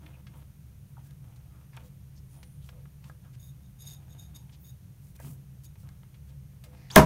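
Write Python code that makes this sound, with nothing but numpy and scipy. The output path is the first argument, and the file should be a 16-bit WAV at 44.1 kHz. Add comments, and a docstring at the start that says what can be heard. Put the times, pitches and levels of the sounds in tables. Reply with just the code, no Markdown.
"""A small workshop drones and hisses while, close by, a rubber belt is worked off a lathe's pulleys.
From the start the belt rubs, hums and snaps amid grainy brushing: noise shaped by slips and fades.
Later steel slides on steel, ringing in fuzzy resonances, and a soft bump makes the casing boom.
At the end a metal part slips with a rising, jittery squeak, and noise swells steeply beside it.
It slams home with a loud clank: a noise crack, fading sine tones and a dense ring of noise."""
import sys
import numpy as np
from scipy import signal
from scipy.fft import rfft, irfft, next_fast_len
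from scipy.io import wavfile

SR = 44100
rng = np.random.default_rng(int(sys.argv[2]) if len(sys.argv) > 2 else 0)


def master_out(mix):
    """Clip the mix to full scale and print it as 16-bit PCM to the path in sys.argv[1]."""
    frames = np.transpose(np.atleast_2d(mix))
    ceiling = np.clip(frames, -1, 1)
    pcm = np.round(ceiling * 32767).astype(np.int16)
    wavfile.write(sys.argv[1], SR, pcm)


N = 311037
TIME = np.arange(N) / SR  # s

# pulls that drag the belt over a rim: (start t/s, length t/s, relative level/dB, hum f/Hz)
BELT_PULLS = [(0, .12, -64, 320), (.265, 0.15, -70, 312), (.33, 0.041, -64.5, 1040),
              (0.964, 0.08, -76, 800), (1.037, 0.073, -73.5, 1600), (1.222, 0.25, -75, 750),
              (1.5, .13, -72.5, 1230), (1.755, 0.098, -66.5, 505), (2.335, 0.056, -69.5, 700),
              (2.71, 0.11, -67.5, 530), (3.03, 0.05, -69, 1000), (3.235, 0.044, -67.5, 1350),
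              (3.821, 0.5, -72.5, 724), (4.329, .22, -75.5, 850), (5.22, .085, -58.5, 290),
              (5.82, 0.094, -71.5, 1200), (6.275, 0.043, -73, 520), (6.637, 0.04, -62.5, 540),
              (6.71, 0.26, -69, 710)]
# tone colour of the rubbing: (f/Hz, relative level/dB)
RUB_COLOUR = [(100, -13), (300, 15), (410, -2), (510, 5), (650, 6), (850, 2), (1250, 2), (1650, -4),
              (3200, -5), (5000, -19), (15000, -16)]
# belt snaps and small knocks: (t/s, relative level/dB, centre f/Hz, width/octaves, time to fall 60 dB t/s)
BELT_SNAPS = [(.062, -43.5, 2310, 0.61, .045), (0.268, -44, 1880, 1, 0.051),
              (0.968, -46, 1080, 0.34, 0.046), (.979, -44, 770, 0.26, 0.039),
              (1.108, -48, 2250, 2.2, 0.024), (1.36, -54.5, 2200, 1.7, 0.073),
              (1.731, -54.5, 1250, 0.84, 0.34), (1.766, -40, 1950, 3, 0.025), (1.771, -35, 1030, 1, 0.035),
              (2.429, -41.5, 1770, 1.5, 0.047), (2.689, -40, 1080, 1.4, 0.042),
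              (2.855, -43, 950, 0.86, 0.017), (3.041, -46, 2250, 1, 0.037),
              (3.098, -34.5, 1000, 0.5, 0.018), (4.494, -49.5, 2350, 0.5, 0.025),
              (5.19, -51, 1850, 0.31, 0.17), (5.199, -39, 750, 0.44, 0.042), (5.2, -43, 9000, 1.4, 0.025),
              (5.755, -50, 800, 1.4, 0.031), (5.889, -42, 1350, 1.8, 0.016),
              (6.033, -39.5, 1140, 0.89, 0.0086), (6.142, -53.5, 2250, 0.73, 0.072),
              (6.638, -43.5, 1855, 2.7, 0.092), (6.901, -38, 1800, 1, .04)]
# bands of grainy noise: light brushing, a thin whistle near 9.5 kHz, scraping near the end:
# (start t/s, length t/s, relative level/dB, centre f/Hz, width/octaves)
GRAINY_BANDS = [(.118, 0.056, -65, 2550, 0.15), (0.342, 0.074, -67, 11500, 0.54), (.85, .1, -72, 13200, .6),
                (1.02, 0.08, -65.5, 12500, 1.8), (1.715, .07, -68.5, 3000, 1),
                (1.822, 0.075, -63.5, 10500, 2.5), (2.148, 0.058, -66.5, 5130, 0.35),
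                (2.2, 0.49, -70.5, 9550, 0.07), (2.28, 0.13, -67, 9500, 2.4), (2.6, 0.14, -65, 11300, 2.1),
                (2.608, .058, -71, 3220, .26), (3.009, 0.13, -66, 2600, 2.1),
                (3.323, 0.044, -66, 2480, 1.3), (3.367, .17, -63, 13700, 0.51),
                (4.513, 0.054, -63.5, 3860, .68), (4.57, .17, -61, 14500, 0.26),
                (4.985, 0.17, -66, 13500, 1.2), (5.147, .026, -57.5, 9000, 3.4),
                (5.167, 0.22, -56.5, 11600, 0.83), (5.197, .11, -69, 2800, .8),
                (5.63, .04, -55.5, 12000, 1.6), (5.767, 0.092, -66.5, 10500, 1.3),
                (6.264, 0.06, -68.5, 2480, 1.8), (6.68, 0.41, -68.5, 2020, 0.27),
                (6.684, 0.31, -71.5, 4700, .37)]
# pulleys and guard answer every touch of the belt: (f/Hz, width f/Hz, level/dB against the touch)
PULLEY_RESONANCES = [(499.5, 27, -23.5), (821, 35, -36.5), (918, 120, -26), (1247, 50, -33),
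                     (1643, 120, -25), (2130, 28, -33), (2470, 84, -26.5), (3140, 45, -42)]
# strokes of steel on steel: (start t/s, length t/s, relative level/dB, swell from start to end level/dB)
STEEL_STROKES = [(3.391, 0.097, -67, 3), (3.626, 0.016, -65.5, -2), (3.784, 0.15, -55.5, 7.5),
                 (4.085, 0.048, -64.5, 6), (4.174, 0.09, -64, -3), (4.344, 0.053, -56, -14),
                 (4.637, 0.061, -63, 7), (5.63, 0.027, -63.5, 0)]
# resonances of the sliding steel: (f/Hz, width f/Hz, relative level/dB)
STEEL_RESONANCES = [(3690, 230, 0), (4950, 160, -15), (6640, 340, 1), (8840, 100, -7), (11300, 170, -3),
                    (13800, 190, -10)]
# dry hiss of the sliding steel: (f/Hz, relative level/dB)
STEEL_HISS_COLOUR = [(300, 5), (700, -12), (2000, -4.5), (5000, 1.5), (7800, -1), (10300, -4.5),
                     (12500, 3), (16000, -6)]
# resonances of the bumped casing: (f/Hz, width f/Hz, relative level/dB)
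BUMP_RESONANCES = [(141.0, 30, 5.5), (220, 74, -5), (320, 110, -14.0)]
# the squeak is loud where its pitch meets a resonance of the part: (f/Hz, width f/Hz, relative level/dB)
SQUEAK_RESONANCES = [(3400, 480, -33), (4950, 550, -36), (6350, 300, -50)]
# colour of the noise that goes with the squeak: (f/Hz, relative level/dB)
SCRAPE_COLOUR = [(60, -7), (150, -2), (400, -3), (1000, 2.5), (2000, -11), (3400, -3), (4500, -12),
                 (6300, -6), (9000, -15), (16000, -21)]
# ringing modes of the struck part: (f/Hz, relative level/dB, time to fall 60 dB t/s)
PART_MODES = [(61, -19.5, .3), (100, -37, 0.36), (154, -14.5, 0.44), (204.4, -11, 0.28), (406, -13.5, 0.17),
              (631, -10.5, 0.25), (784, -22, 0.13), (952, -17.5, 0.33), (980, -19, 0.43), (1052, -17, 0.18),
              (1092, -34, 0.11), (1330, -23, 0.089), (1655, -7, 0.043), (1870, -26, 0.15),
              (2123, -12.5, 0.026), (2282, -28, 0.21), (2970, -35, 0.14), (3310, -16, 0.025),
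              (5840, -33, .17), (6450, -29, 0.16)]
# colour of the dense ring of casing and room: (f/Hz, relative level/dB)
CASING_COLOUR = [(30, -23), (70, -3), (200, 2.5), (500, -3.5), (1100, -3), (2200, -14.5), (4000, -21),
                 (8000, -25.5), (13000, -23), (16000, -27)]
# how long that dense ring takes to fall 60 dB: (f/Hz, t/s)
CASING_T60 = [(100, 0.32), (1000, 0.2), (3000, .18), (8000, 0.18), (15000, 0.13)]
# the dense ring builds up as the walls answer after the direct sound: (t/s after the strike, gain)
WALL_ANSWER = [(0, 0), (.003, .45), (.012, .52), (.017, 1)]
# how long the room's tail takes to fall 60 dB: (f/Hz, t/s)
ROOM_T60 = [(200, 0.34), (2000, 0.2), (14000, 0.24)]
# low resonances of the room, kept droning by distant machinery: (f/Hz, width f/Hz, level/dB)
DRONE_RESONANCES = [(54.8, 21, -60.5), (69.32, 4.3, -54), (96.7, 6.6, -58), (128.4, 17.8, -54),
                    (138.5, 16.3, -52.5), (181.5, 23.7, -60), (284.7, 57, -75.5), (497.4, 24, -86)]
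# colour of the air of the workshop: (f/Hz, relative level/dB)
AIR_COLOUR = [(100, -8), (280, 2), (400, 2.5), (650, -2), (1200, -6), (2500, -7.5), (4900, -12), (6400, -8),
              (7700, -13.5), (9500, -5.5), (10400, -11.5), (12200, -5.5), (15700, -11.5)]

# names ending in _S are in seconds, _HZ in hertz, _DB in decibels; T60 is the time to fall 60 dB
DRAG_ATTACK_S, DRAG_T60_S = 0.019, .22
DRAG_SWELL_DB = -2.5  # a pull eases as the belt gives
HUM_DB, HUM_OCTAVES = -2.5, 0.23  # level change for the hum beside the rubbing, and its width
GRIP_DB = -83.5  # faint rubbing that goes on between the pulls, before its flutter
SLIDE_ATTACK_S, SLIDE_T60_S = 0.015, 0.13
SLIDE_WOBBLE_DB = 1.5  # the hand presses unevenly
BUMP_S, BUMP_LENGTH_S, BUMP_DB = 5.228, 0.057, -46.5  # level before the casing's resonances
BUMP_ATTACK_S, BUMP_T60_S = 0.018, .38
SLIP_S, CLANK_S = 6.902, 6.9595  # the part slips, then strikes
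SQUEAK_START_HZ, SQUEAK_END_HZ, GLIDE_S = 2950, 6350, .023  # pitch before jitter
SQUEAK_JITTER, SQUEAK_FLUTTER_DB = .04, 3  # jitter is a fraction of the pitch
SCRAPE_DB, SCRAPE_ATTACK_S = -49.5, .012  # level before the swell
SWELL_DB, SWELL_S = 26, 0.0057  # noise swells steeply in the last milliseconds before the clank
AIR_DB = -67
EDGE_HZ = 15800  # upper limit of the sound


def amp(db):
    """Turns decibels into a gain."""
    return 10 ** (np.asarray(db) / 20)


def unit(x):
    """Scales x to an average strength (rms) of one."""
    return x / np.sqrt(np.mean(abs(x) ** 2) + 1e-20)


def noise(count):
    """White noise: equally strong at all pitches."""
    return rng.standard_normal(count)


def at_hz(points, hz):
    """Reads a curve between its points on a logarithmic frequency axis."""
    f, value = np.transpose(points)
    return np.interp(np.log(hz + 1), np.log(f + 1), value)


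def colour(x, points):
    """Makes some pitches of x stronger than others, then sets its rms to one."""
    f = np.fft.rfftfreq(len(x), 1 / SR)
    gain = amp(at_hz(points, f))
    return unit(irfft(rfft(x) * gain, len(x)))


def band(x, hz, octaves):
    """Keeps a bell-shaped band around hz, with an rms of one."""
    f = np.fft.rfftfreq(len(x), 1 / SR) + 1
    bell = np.exp(-.5 * (np.log2(f / hz) / octaves) ** 2)
    return unit(irfft(rfft(x) * bell, len(x)))


def resonances(x, modes):
    """Lets x drive steep resonances, each strong only near its own pitch."""
    size = next_fast_len(len(x))
    f = np.fft.rfftfreq(size, 1 / SR)
    gain = sum(amp(db) * unit(1 / (1 + 2j * (f - hz) / width) ** 2) for hz, width, db in modes)
    return irfft(rfft(x, size) * gain, size)[:len(x)]


def wander(per_s):
    """Random drift through per_s new values a second, with an rms of one."""
    knots = noise(N)
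    return unit(np.interp(TIME * per_s, np.arange(len(knots)), knots))


def friction(slips_per_s, smooth):
    """Tiny slips of uneven size over a smooth hiss."""
    slips = rng.laplace(size=N) * (rng.random(N) < slips_per_s / SR)
    return unit(unit(slips) + smooth * noise(N))


def fall(t, t60):
    """Steady die-away: 60 dB lower after t60 seconds."""
    return np.exp(-np.log(1000) * t / t60)


def stroke(length, attack_s, t60, swell_db=0):
    """Loudness of one movement: it sets in, holds while swelling or easing, and dies away."""
    t = np.arange(round((length + t60) * SR)) / SR
    held = amp(swell_db * (np.minimum(t / length, 1) - .5))
    return np.minimum(t / attack_s, 1) * held * fall(np.maximum(t - length, 0), t60)


def dying(x, t60s):
    """Lets each band of x die at its own speed."""
    hz, t, z = signal.stft(x, SR, nperseg=256)
    fade = amp(-60 * t / at_hz(t60s, hz)[:, None])
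    return signal.istft(z * fade, SR, nperseg=256)[1][:len(x)]


def add(mix, s, sound):
    """Mixes a sound in at time s, cutting it off at the end of the mix."""
    part = mix[max(round(s * SR), 0):][:len(sound)]
    part += sound[:len(part)]


def rubbing():
    """Each pull drags rubber over the rims in small slips and makes the stretch of belt hum."""
    force, hum = np.full(N, amp(GRIP_DB)), np.zeros(N)
    for s, length, db, hz in BELT_PULLS:
        pull = amp(db) * stroke(length, DRAG_ATTACK_S, DRAG_T60_S, DRAG_SWELL_DB)
        add(force, s, pull)
        tone = band(noise(2 * SR), hz, HUM_OCTAVES)
        add(hum, s, pull * tone[:len(pull)])
    drag = colour(friction(slips_per_s=600, smooth=0.88), RUB_COLOUR)
    flutter = amp(2.9 * wander(per_s=30))
    return drag * force * flutter + amp(HUM_DB) * hum


def snaps():
    """The belt lets go of a rim: a short, well damped knock made of a band of noise."""
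    out, t = np.zeros(N), np.arange(4096) / SR
    for s, db, hz, octaves, t60 in BELT_SNAPS:
        fade = fall(t, t60) * (1 - np.exp(-t / .0005))
        knock = band(noise(len(t)), hz, octaves) * fade
        # the energy follows the fade, whatever the noise happens to be
        add(out, s, amp(db) * knock * np.linalg.norm(fade) / np.linalg.norm(knock))
    return amp(-6.5) * out


def grainy_bands():
    """Bands of grainy noise: light brushing, a thin whistle near 9.5 kHz, scraping near the end."""
    out, grain = np.zeros(N), friction(slips_per_s=2400, smooth=1.0)
    for s, length, db, hz, octaves in GRAINY_BANDS:
        piece = grain[round(s * SR):][:round(length * SR)]
        puff = band(piece, hz, octaves)
        add(out, s, amp(db) * puff * signal.windows.tukey(len(puff), .8))
    return out


def sliding():
    """Friction keeps steel singing in fuzzy resonances; a dry hiss goes along, slightly stronger in hard strokes."""
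    slips, force = friction(slips_per_s=2400, smooth=0.47), np.zeros(N)
    for s, length, db, swell_db in STEEL_STROKES:
        add(force, s, amp(db) * stroke(length, SLIDE_ATTACK_S, SLIDE_T60_S, swell_db))
    force = force * amp(SLIDE_WOBBLE_DB * wander(per_s=45))
    song = unit(resonances(slips, STEEL_RESONANCES)) * amp(2.4 * wander(per_s=70))
    hiss = amp(-3.0) * colour(slips, STEEL_HISS_COLOUR)
    hiss_share = (force / force.max()) ** 0.1
    return force * (song + hiss * hiss_share)


def bump():
    """A soft push makes the casing boom briefly in its low resonances."""
    push = np.zeros(N)
    add(push, BUMP_S, amp(BUMP_DB) * stroke(BUMP_LENGTH_S, BUMP_ATTACK_S, BUMP_T60_S))
    return push * resonances(noise(N), BUMP_RESONANCES)


def squeak():
    """Metal slips with a broken, rising chirp; noise beside it swells steeply just before the clank."""
    slipping = (TIME >= SLIP_S) * (TIME < CLANK_S)
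    # the pitch climbs smoothly, then holds
    glide = np.sin(np.pi / 2 * np.clip((TIME - SLIP_S) / GLIDE_S, 0, 1)) ** 2
    hz = SQUEAK_START_HZ + (SQUEAK_END_HZ - SQUEAK_START_HZ) * glide
    answer = sum(amp(db) / (1 + (2 * (hz - mode_hz) / width) ** 2)
                 for mode_hz, width, db in SQUEAK_RESONANCES)
    jitter = 1 + SQUEAK_JITTER * wander(per_s=2500)
    phase = 2 * np.pi * np.cumsum(hz * jitter) / SR
    tone = np.sin(phase) + amp(-10.5) * np.sin(2 * phase)  # with a weaker octave above
    chirp = tone * answer * amp(SQUEAK_FLUTTER_DB * wander(per_s=410))
    swell_db = SWELL_DB * np.exp(-abs(TIME - CLANK_S) / SWELL_S)
    loudness = np.clip((TIME - SLIP_S) / SCRAPE_ATTACK_S, 0, 1) * amp(SCRAPE_DB + swell_db)
    scrape = loudness * colour(noise(N), SCRAPE_COLOUR)
    return slipping * (chirp + scrape)


def clank():
    """A hard crack, then the modes of the part, then the dense ring of casing and room."""
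    out, t = np.zeros(N), np.arange(SR // 2) / SR
    rise = t / 0.00094  # the crack's envelope peaks after 0.94 ms
    crack = amp(-9.0) * band(noise(len(t)), hz=4070, octaves=2.3) * rise * np.exp(1 - rise)
    ring = np.zeros(len(t))
    for hz, db, t60 in PART_MODES:
        age = np.maximum(t - 0.1249 / np.sqrt(hz), 0)  # bending waves: the low modes arrive late
        ring += amp(db) * np.sin(2 * np.pi * hz * age) * fall(age, t60)
    dense = amp(-4.5) * dying(colour(noise(len(t)), CASING_COLOUR), CASING_T60)
    answer_s, answer_gain = np.transpose(WALL_ANSWER)
    build = np.interp(t, answer_s, answer_gain)
    add(out, CLANK_S, crack + amp(1) * ring + dense * build)
    return out


def room(x):
    """Hard walls send back a short, dense tail, modelled as dying noise."""
    tail = dying(noise(SR // 2), ROOM_T60)
    tail[:SR // 200] = 0  # nothing comes back in the first 5 ms
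    return signal.fftconvolve(x, tail / np.linalg.norm(tail))[:N]


def workshop():
    """Noise drives the room's low resonances into a drone, under a faint even hiss."""
    drone = resonances(noise(N), DRONE_RESONANCES)
    return drone + amp(AIR_DB) * colour(noise(N), AIR_COLOUR)


def scene():
    """The belt stirs the pulleys; all handling sounds in the room; then the clank."""
    belt = rubbing() + grainy_bands() + snaps()
    pulleys = resonances(belt, PULLEY_RESONANCES)
    handling = belt + pulleys + bump() + sliding() + squeak()
    mix = workshop() + handling + amp(-14.5) * room(handling) + clank()
    return mix[None]  # one channel


def record(dry):
    """The loudest peaks are rounded off at full scale; then the highest pitches are cut away."""
    rounded = dry / (1 + dry ** 8) ** (1 / 8)
    low_pass = signal.firwin(511, EDGE_HZ, window=("kaiser", 9), fs=SR)
    return signal.oaconvolve(rounded, low_pass[None], "same")


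dry = scene()
out = record(dry)
master_out(out)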